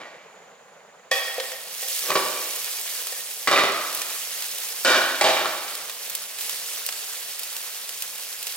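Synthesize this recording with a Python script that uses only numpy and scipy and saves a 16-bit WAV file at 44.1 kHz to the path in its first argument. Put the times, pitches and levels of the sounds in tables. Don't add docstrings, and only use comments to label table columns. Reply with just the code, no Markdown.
import sys
import numpy as np
from scipy import signal
from scipy.fft import rfft, irfft, next_fast_len
from scipy.io import wavfile
from scipy.ndimage import uniform_filter1d, minimum_filter1d, map_coordinates

SR = 44100
rng = np.random.default_rng(int(sys.argv[2]) if len(sys.argv) > 2 else 0)


def unload_wav(signal):
    wavfile.write(
        sys.argv[1],
        SR,
        np.round(np.clip(np.atleast_2d(signal).T, -1, 1) * 32767).astype(np.int16),
    )


def linear_from_db(decibels):
    return 10 ** (np.asarray(decibels, float) / 20)


N = 377496


def unit(x):
    return x / np.sqrt(np.mean(x ** 2) + 1e-20)


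def along(points, hz):
    f, v = np.transpose(points)
    return np.interp(np.log(hz + 1), np.log(f + 1), v)


def curves(rows):
    s, *cols = np.transpose(rows)
    now = np.arange(N) / SR
    return [np.interp(now, s, c, left=-120, right=-120) for c in cols]


def wobble(rate_hz):
    knots = rng.standard_normal(int(N * rate_hz / SR) + 4)
    return map_coordinates(knots, [np.arange(N) * rate_hz / SR])


def filtered(x, response):
    m = next_fast_len(N + SR // 2)
    return irfft(rfft(x, m) * response(np.fft.rfftfreq(m, 1 / SR)), m)[..., :N]


def resonances(peaks):
    def response(f):
        total = 0
        for k, (hz, width, db) in enumerate(peaks):
            damping = 1j * f * width
            total = total + (-1) ** k * linear_from_db(db) * damping / (hz * hz - f * f + damping)
        return total
    return response


def causal(spectrum):
    cepstrum = irfft(np.log(linear_from_db(along(spectrum, np.fft.rfftfreq(4096, 1 / SR)))))
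    cepstrum[1:2048] *= 2
    cepstrum[2049:] = 0
    pulse = irfft(np.exp(rfft(cepstrum)))[:2048]
    return pulse / np.linalg.norm(pulse)


# (frequency [Hz], likeness [0-1])
ALIKE = [(60, 1), (180, 0.94), (550, 0.77), (1650, 0.75), (4970, 0.45), (15000, 0.1)]


def spread(pair):
    def turn(hz):
        angle = np.arccos(np.clip(along(ALIKE, hz), -1, 1)) / 2
        return np.array([np.cos(angle), np.sin(angle)])
    mid, side = filtered(pair, turn)
    return np.array([mid + side, mid - side])


def rush(spectrum, patchy_db):
    z = signal.stft(rng.standard_normal((2, N)), nperseg=256)[2]
    field = uniform_filter1d(rng.standard_normal(z.shape[1:]), size=8, axis=0)
    field = uniform_filter1d(field, size=6, axis=1)
    pair = signal.istft(z * linear_from_db(patchy_db * unit(field)), nperseg=256)[1][:, :N]
    return unit(filtered(spread(pair), lambda hz: linear_from_db(along(spectrum, hz))))


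def ticks(rate_hz, scatter_db):
    chance, size, sign = rng.random((3, N))
    heights = linear_from_db(-scatter_db * np.log(size + 0.12)) * np.sign(sign - .5)
    return unit((chance < rate_hz / SR) * heights)


def crackle(spectrum, rate_hz, scatter_db, life_s, snap_db):
    snaps = ticks(rate_hz, scatter_db)
    decay = np.exp(-np.arange(400) / (life_s * SR))
    gate = signal.fftconvolve(np.abs(snaps), decay)[:N]
    puffs = unit(spread(gate * rng.standard_normal((2, N))))
    burst = puffs + linear_from_db(snap_db) * snaps
    return unit(filtered(burst, lambda hz: linear_from_db(along(spectrum, hz))))


# (time [s], fizz level [dB], body level re fizz [dB])
FRY = [(1.112, -37, 8), (1.4, -41, 5.5), (1.65, -41.5, 0), (1.88, -32.5, -8.5), (2.1, -33, -3.5),
       (2.9, -34.5, -3.5), (3.46, -38.5, -7), (3.7, -40, 4), (4.0, -35, -2.5), (4.84, -35.5, -5.5),
       (5.5, -39, 2.5), (6.1, -39, -1), (6.37, -40, -1.5), (6.42, -33.5, -4), (6.6, -35.5, -3.5),
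       (7.2, -38, -2), (8.3, -39, -3), (8.56, -36.5, -3)]
# (frequency [Hz], density [dB per Hz])
FIZZ = [(400, -70), (1200, -20), (1800, -7), (2600, -2), (5500, 1), (9000, 0), (12000, -.5), (14400, -1.5),
        (16000, -3)]
# (frequency [Hz], density [dB per Hz])
BODY = [(300, -57), (350, -12), (430, -4), (800, -4.5), (1600, -1.5), (3000, -0.5), (5000, -2.5),
        (9000, -30.5)]


def sizzle():
    fizz_db, body_db = curves(FRY)
    boil_db = 0.4 * wobble(7) + 0.77 * wobble(30)
    fizz = rush(FIZZ, patchy_db=1.5)
    fizz = fizz + linear_from_db(-6) * crackle(FIZZ, rate_hz=400, scatter_db=4, life_s=.0007, snap_db=-6)
    body = rush(BODY, patchy_db=1.8)
    body = body + linear_from_db(-11) * crackle(BODY, rate_hz=200, scatter_db=6.5, life_s=0.0017, snap_db=-7)
    fizz_gain = linear_from_db(fizz_db + boil_db + 5)
    body_gain = linear_from_db(fizz_db + body_db + boil_db - 1.9)
    return fizz_gain * unit(fizz) + body_gain * unit(body)


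# (time [s], peak level [dB], top part level [dB])
POPS = [(1.3995, -24, -27), (1.518, -22, -22), (3.07, -18, -20), (3.3119, -22, -16), (3.8741, -26, -9),
        (3.9277, -19, -21), (3.9488, -17, -8.5), (4.017, -14, -17.5), (4.4227, -16.5, -15),
        (4.5834, -21, -11), (4.724, -22, -19), (5.681, -27, -24), (5.7524, -18, -16), (5.8965, -18.5, -21),
        (6.0986, -18.5, -11), (6.1512, -13.5, -11), (6.3859, -21, -20), (6.4094, -17, -11),
        (6.495, -13, -17.5), (7.529, -24, -18), (6.864, -16, -9), (6.889, -14.5, -22.5), (6.9244, -18, -19),
        (7.394, -18.5, -12), (7.433, -20, -12), (7.5656, -16, -17), (7.892, -16.5, -19),
        (8.0225, -14.5, -13), (8.4282, -20.5, -11), (8.4691, -15, -19.5)]
POP_T60_S, AFTERHISS_DB, AFTERHISS_T60_S = .028, -17, .3
DROP_LOW_DB, LOW_PER_TOP = -14.5, -1.92
SLAP_LOW_DB, SLAP_TOP_DB = -5, -31


def pops():
    t = np.arange(SR // 3) / SR
    parts = np.zeros((3, 3, N + SR))
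    drops = [(s, db, DROP_LOW_DB + LOW_PER_TOP * (top_db + 16.5), top_db) for s, db, top_db in POPS]
    slaps = [(s, oil_db, SLAP_LOW_DB, SLAP_TOP_DB) for s, *_, oil_db in BLOWS]
    spray = linear_from_db(-60 * t / POP_T60_S) + linear_from_db(AFTERHISS_DB - 60 * t / AFTERHISS_T60_S)
    for s, db, low_db, top_db in drops + slaps:
        burst = linear_from_db(db - 7.5) * spray * rng.standard_normal((3, 3, len(t)))
        burst[:, 2] = 0
        burst[:, 2, [0, 35]] = linear_from_db(db + 8) * np.array([1, -.6])
        part_gain = linear_from_db([[[low_db + 0.5]], [[-3]], [[top_db + 13.0]]])
        parts[..., round(s * SR):][..., :len(t)] += part_gain * burst
    middle = [(1200, -50), (2500, 0), (8000, 0), (12000, -9), (22000, -24)]  # (Hz, dB)
    top = [(4500, -30), (8500, -3), (16000, -1)]
    heard = 0
    for part, colour in zip(parts, (BODY, middle, top)):
        heard = heard + signal.fftconvolve(part, causal(colour)[None], axes=1)[:, :N]
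    return spread(heard[:2]) + heard[2]


# (time [s], bowl level [dB], rim level [dB], ring length [factor])
TAPS = [
    (1.114, -8, -8.5, 0.59),
    (1.381, -8.5, -30, 0.27),
    (1.402, -16, -19, 0.15),
    (1.519, -24, -34, 0.38),
    (1.826, -23.5, -31, 0.54),
    (3.123, -20.5, -27, 0.27),
    (3.149, -37, -31, 0.15),
    (4.017, -36, -20, 0.1),
]
# (frequency [Hz], level [dB], t60 [s])
PAN = [(511, -19, .5), (531, -15, .4), (621, -9, .083), (790, -19, .33), (1146, -12, .12), (1851, -4, .23),
       (1905, -9, .15), (2316, -17, .25), (2440, -16, .15), (2566, -17, .25), (3301, -14, .45),
       (3420, -16, .2), (4850, -26, .3), (6568, -27, .5)]


def taps():
    out, t = np.zeros(N + SR), np.arange(SR) / SR
    slosh = 1.2 * wobble(60)[:SR]
    band = signal.butter(2, [3600, 8000], "band", fs=SR)
    for s, bowl_db, rim_db, length in TAPS:
        length = max(length, .05)
        ring = 0
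        for k, (hz, mode_db, t60_s) in enumerate(PAN):
            strike_db = np.interp(np.log2(hz / 700), [0, 1], [bowl_db, rim_db])
            phase = 2 * np.pi * hz * t + np.roll(slosh, 3000 * k)
            ring = ring + linear_from_db(mode_db + strike_db - 60 * t / (t60_s * length)) * np.sin(phase)
        blow = linear_from_db(rim_db - 2.5 - 60 * t / 0.038)
        faint_modes = linear_from_db(rim_db - 33 - 60 * t / (0.81 * length))
        noise = signal.lfilter(*band, rng.standard_normal(len(t)))
        onset = 1 - np.exp(-t / .002)
        out[round(s * SR):][:len(t)] += ring * onset + (blow + faint_modes) * noise
    return out[:N]


# (time [s], peak level [dB], crack level [dB], clank [Hz], slapped oil level [dB])
BLOWS = [(2.104, -9.5, -11, 1130, -13), (2.117, -16, -13, 2000, -30), (2.154, -7.5, -18, 1160, -24),
         (3.474, -0.5, -15, 2005, -7), (3.513, -3.5, -10, 1320, -8), (3.537, -22, -17, 1260, -45),
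         (3.561, -5, -17, 2500, -30), (3.576, -0.5, -2, 2030, -34), (3.636, -9, -15, 666, -30),
         (3.72, -37, -13, 1200, -18.5), (3.759, -22.5, -9, 1240, -39), (4.8485, 0.5, -29, 1490, 3.5),
         (4.875, -26, -19, 1510, -74), (4.902, -15, -17, 1470, -30), (4.945, -7, -18, 1640, -30),
         (5.089, -28, -12, 1470, -37), (5.211, -3, -14, 2030, -2.5), (5.243, -4.5, -12, 673, -26),
         (5.457, -17, -12, 1340, -35)]
SETTLE_DB, SETTLE_T60_S = -4, 0.22
SHAKE_DB, SHAKE_T60_S = -6, 0.081


def blows_within(start, end):
    return [blow for blow in BLOWS if start - .003 < blow[0] < end - .003]


def chatter(start, end, flight_s, db, fade_db_per_s):
    now = np.arange(N) / SR

    def dying(s, level_db, slope):
        active = (now >= s) * (now < end)
        return active * linear_from_db(level_db - slope * np.clip(now - s, 0, end - s))

    bed = dying(start + flight_s, db, fade_db_per_s)
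    bed = bed + dying(start + flight_s, db + SETTLE_DB, 60 / SETTLE_T60_S)
    for s, blow_db, *_ in blows_within(start, end):
        bed = bed + dying(s, blow_db + SHAKE_DB, 60 / SHAKE_T60_S)
    return bed


def brighter(x, db):
    return x + (linear_from_db(db) - 1) * filtered(x, lambda f: 1j * f / (3000 + 1j * f))


# (time [s], first flight [s], chatter level [dB], fade [dB per s], loose contact [Hz])
LANDINGS = [
    (0, 0, -37.5, 58, 2040),
    (2.011, 0.0095, -44, -230, 460),
    (2.105, .05, -24.5, 56, 464),
    (3.474, 0.04, -23, 39.5, 1270),
    (4.85, 0, -17.5, 55, 1490),
    (5.212, 0.026, -19.5, 55, 800),
    (5.358, 0.002, -24, 53, 1370),
    (5.541, 0, -35.5, 52, 1230),
]
GRATE_HZ = [400, 480, 645, 870, 1125, 1300, 1500, 1965, 2310, 2450, 2830, 3085, 3300, 4000]
# (width [Hz], level [dB])
GRATE = [(50, -3), (39, 5.5), (55, -3), (11, -35), (55.5, 1), (120, -15.5), (40, -10), (43, 2), (50, -2.5),
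         (50, 0.5), (64.8, -31), (40.6, 2.5), (35, -6), (59.259, -14)]
# (frequency [Hz], density [dB per Hz])
THUD = [(24, -98), (40, -42.5), (182, -13.5), (400, 0), (1100, -5.5), (3400, -7.5), (4300, -8),
        (15000, -32)]
TREBLE_DB, TREBLE_PER_DB = -5, 0.76
LOOSE_DB, LOOSE_WIDTH = 6.5, 0.097


def clatter():
    out, thud, t = np.zeros(N + SR), causal(THUD), np.arange(SR // 10) / SR
    ring = resonances([(hz, 1.4 * width, db) for hz, (width, db) in zip(GRATE_HZ, GRATE)])
    ring_rms = np.sqrt(np.mean(np.abs(ring(np.fft.rfftfreq(8192, 1 / SR))) ** 2))
    ends = [row[0] for row in LANDINGS[1:]] + [N / SR]
    for (start, flight_s, level_db, fade, loose_hz), end in zip(LANDINGS, ends):
        contacts = linear_from_db(-4.5) * ticks(rate_hz=650, scatter_db=3.0)
        force = chatter(start, end, flight_s, level_db, fade) * contacts
        force = brighter(force, TREBLE_DB + 6 + TREBLE_PER_DB * (level_db + 23.5))
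        for s, db, crack_db, hz, _ in blows_within(start, end):
            force[round(s * SR)] += linear_from_db(db + 3.0)
            clank = np.sin(2 * np.pi * hz * t) * linear_from_db(db - 2 - 60 * t / 0.02)
            hiss = np.diff(rng.standard_normal(len(t) + 1))
            crack = hiss * linear_from_db(db + crack_db - 14 - 60 * t / .025)
            out[round(s * SR):][:len(t)] += clank + signal.lfilter([.5], [1, -.5], crack)
        loose = resonances([(loose_hz, LOOSE_WIDTH * loose_hz, LOOSE_DB)])
        force = force + filtered(force, loose)
        out[:N] += linear_from_db(-5.5) * filtered(force, ring) / ring_rms
        out[:N] += linear_from_db(-1.5) * signal.fftconvolve(force, thud)[:N]
    return out[:N]


# (time [s], frequency [Hz], level [dB], t60 [s])
PRONGS = [
    (2.104, 2500, -21, .04),
    (3.475, 4650, -22, .035),
    (3.513, 3704, -22, .5),
    (4.016, 2460, -24, .05),
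    (4.851, 3693, -17, .2),
    (4.85, 4800, -26, .1),
    (5.212, 2300, -21, .05),
    (5.247, 3704, -19, .2),
]


def prongs():
    out, t = np.zeros(N + SR), np.arange(SR // 2) / SR
    onset = 1 - np.exp(-t / 0.00038)
    for s, hz, db, t60_s in PRONGS:
        out[round(s * SR):][:len(t)] += linear_from_db(db - 60 * t / t60_s) * np.sin(2 * np.pi * hz * t) * onset
    return out[:N] * linear_from_db(1.1 * wobble(50))


# (frequency [Hz], t60 [s])
TILES = [(200, 0.72), (1000, 1), (4000, 0.96), (12000, 0.59)]


def kitchen(x):
    wet, step = np.zeros((2, N + 2 * SR)), SR * 2 // 5
    for start in range(0, N, step):
        hz, t, z = signal.stft(rng.standard_normal((2, SR * 3 // 4)), SR, nperseg=256)
        decay = linear_from_db(-60 * t / along(TILES, hz)[:, None])
        tail = signal.istft(z * decay, SR, nperseg=256)[1]
        tail = tail / np.linalg.norm(tail[0])
        echo = signal.fftconvolve(x[None, start:start + step], tail, axes=1)
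        wet[:, start + 90:][:, :echo.shape[1]] += echo
    return spread(wet[:, :N])


# (frequency [Hz], density [dB per Hz])
AIR = [(40, -60), (80, -32), (120, -20.5), (170, -12), (240, -15), (300, -28), (350, -18.5), (470, -5.5),
       (700, -8.5), (950, -11.5), (1900, -15), (4670, -27.5), (8000, -33.5), (16000, -43)]
# (time [s], level [dB])
AIR_DB = [(0, -49), (1.1, -51), (1.6, -52), (3, -51.5), (4.5, -50), (6, -51.5), (7, -53.5), (8.56, -54.5)]
# (frequency [Hz], width [Hz], level [dB])
FLAME = [(4900, 29, -7), (6120, 80, 13), (6990, 160, 17)]


def stove():
    jets = unit(filtered(rng.standard_normal((2, N)), resonances(FLAME)))
    drift_db = .5 * wobble(5.56)
    flicker_db = -12.0 + 0.37 * wobble(3.6)
    return linear_from_db(curves(AIR_DB)[0] + drift_db) * (rush(AIR, patchy_db=1.5) + linear_from_db(flicker_db) * jets)


def scene():
    tap, crash = taps(), clatter() + prongs()
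    echo = kitchen(linear_from_db(-1.5) * tap + linear_from_db(-4.0) * crash)
    return tap + crash + echo + sizzle() + pops() + stove()


def band_limit(x):
    return signal.sosfilt(signal.butter(12, 17030, fs=SR, output="sos"), x)


# (frequency [Hz], left minus right [dB])
LEAN = [(60, 0), (240, 0.5), (950, -1.5), (3770, -1.5), (15000, -3)]
LEAD_SAMPLES, LEAD_FADES_HZ = 3.3, 6260
TOP_HZ = 16050


def record(dry):
    port = np.array([[.5], [-.5]])

    def mic(hz):
        lead_s = LEAD_SAMPLES / SR / (1 + (hz / LEAD_FADES_HZ) ** 2)
        bass_cut = (1j * hz / (110 + 1j * hz)) ** 2
        return linear_from_db(port * along(LEAN, hz)) * np.exp(2j * np.pi * hz * port * lead_s) * bass_cut

    ports = filtered(dry, mic)
    needed = np.minimum(1, 0.56 / (np.abs(ports).max(axis=0) + 1e-9))
    gain = uniform_filter1d(minimum_filter1d(needed, size=201), size=161)
    mix = filtered(gain * ports, lambda hz: hz < TOP_HZ)
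    return band_limit(mix)


dry = scene()
out = record(dry)
unload_wav(out)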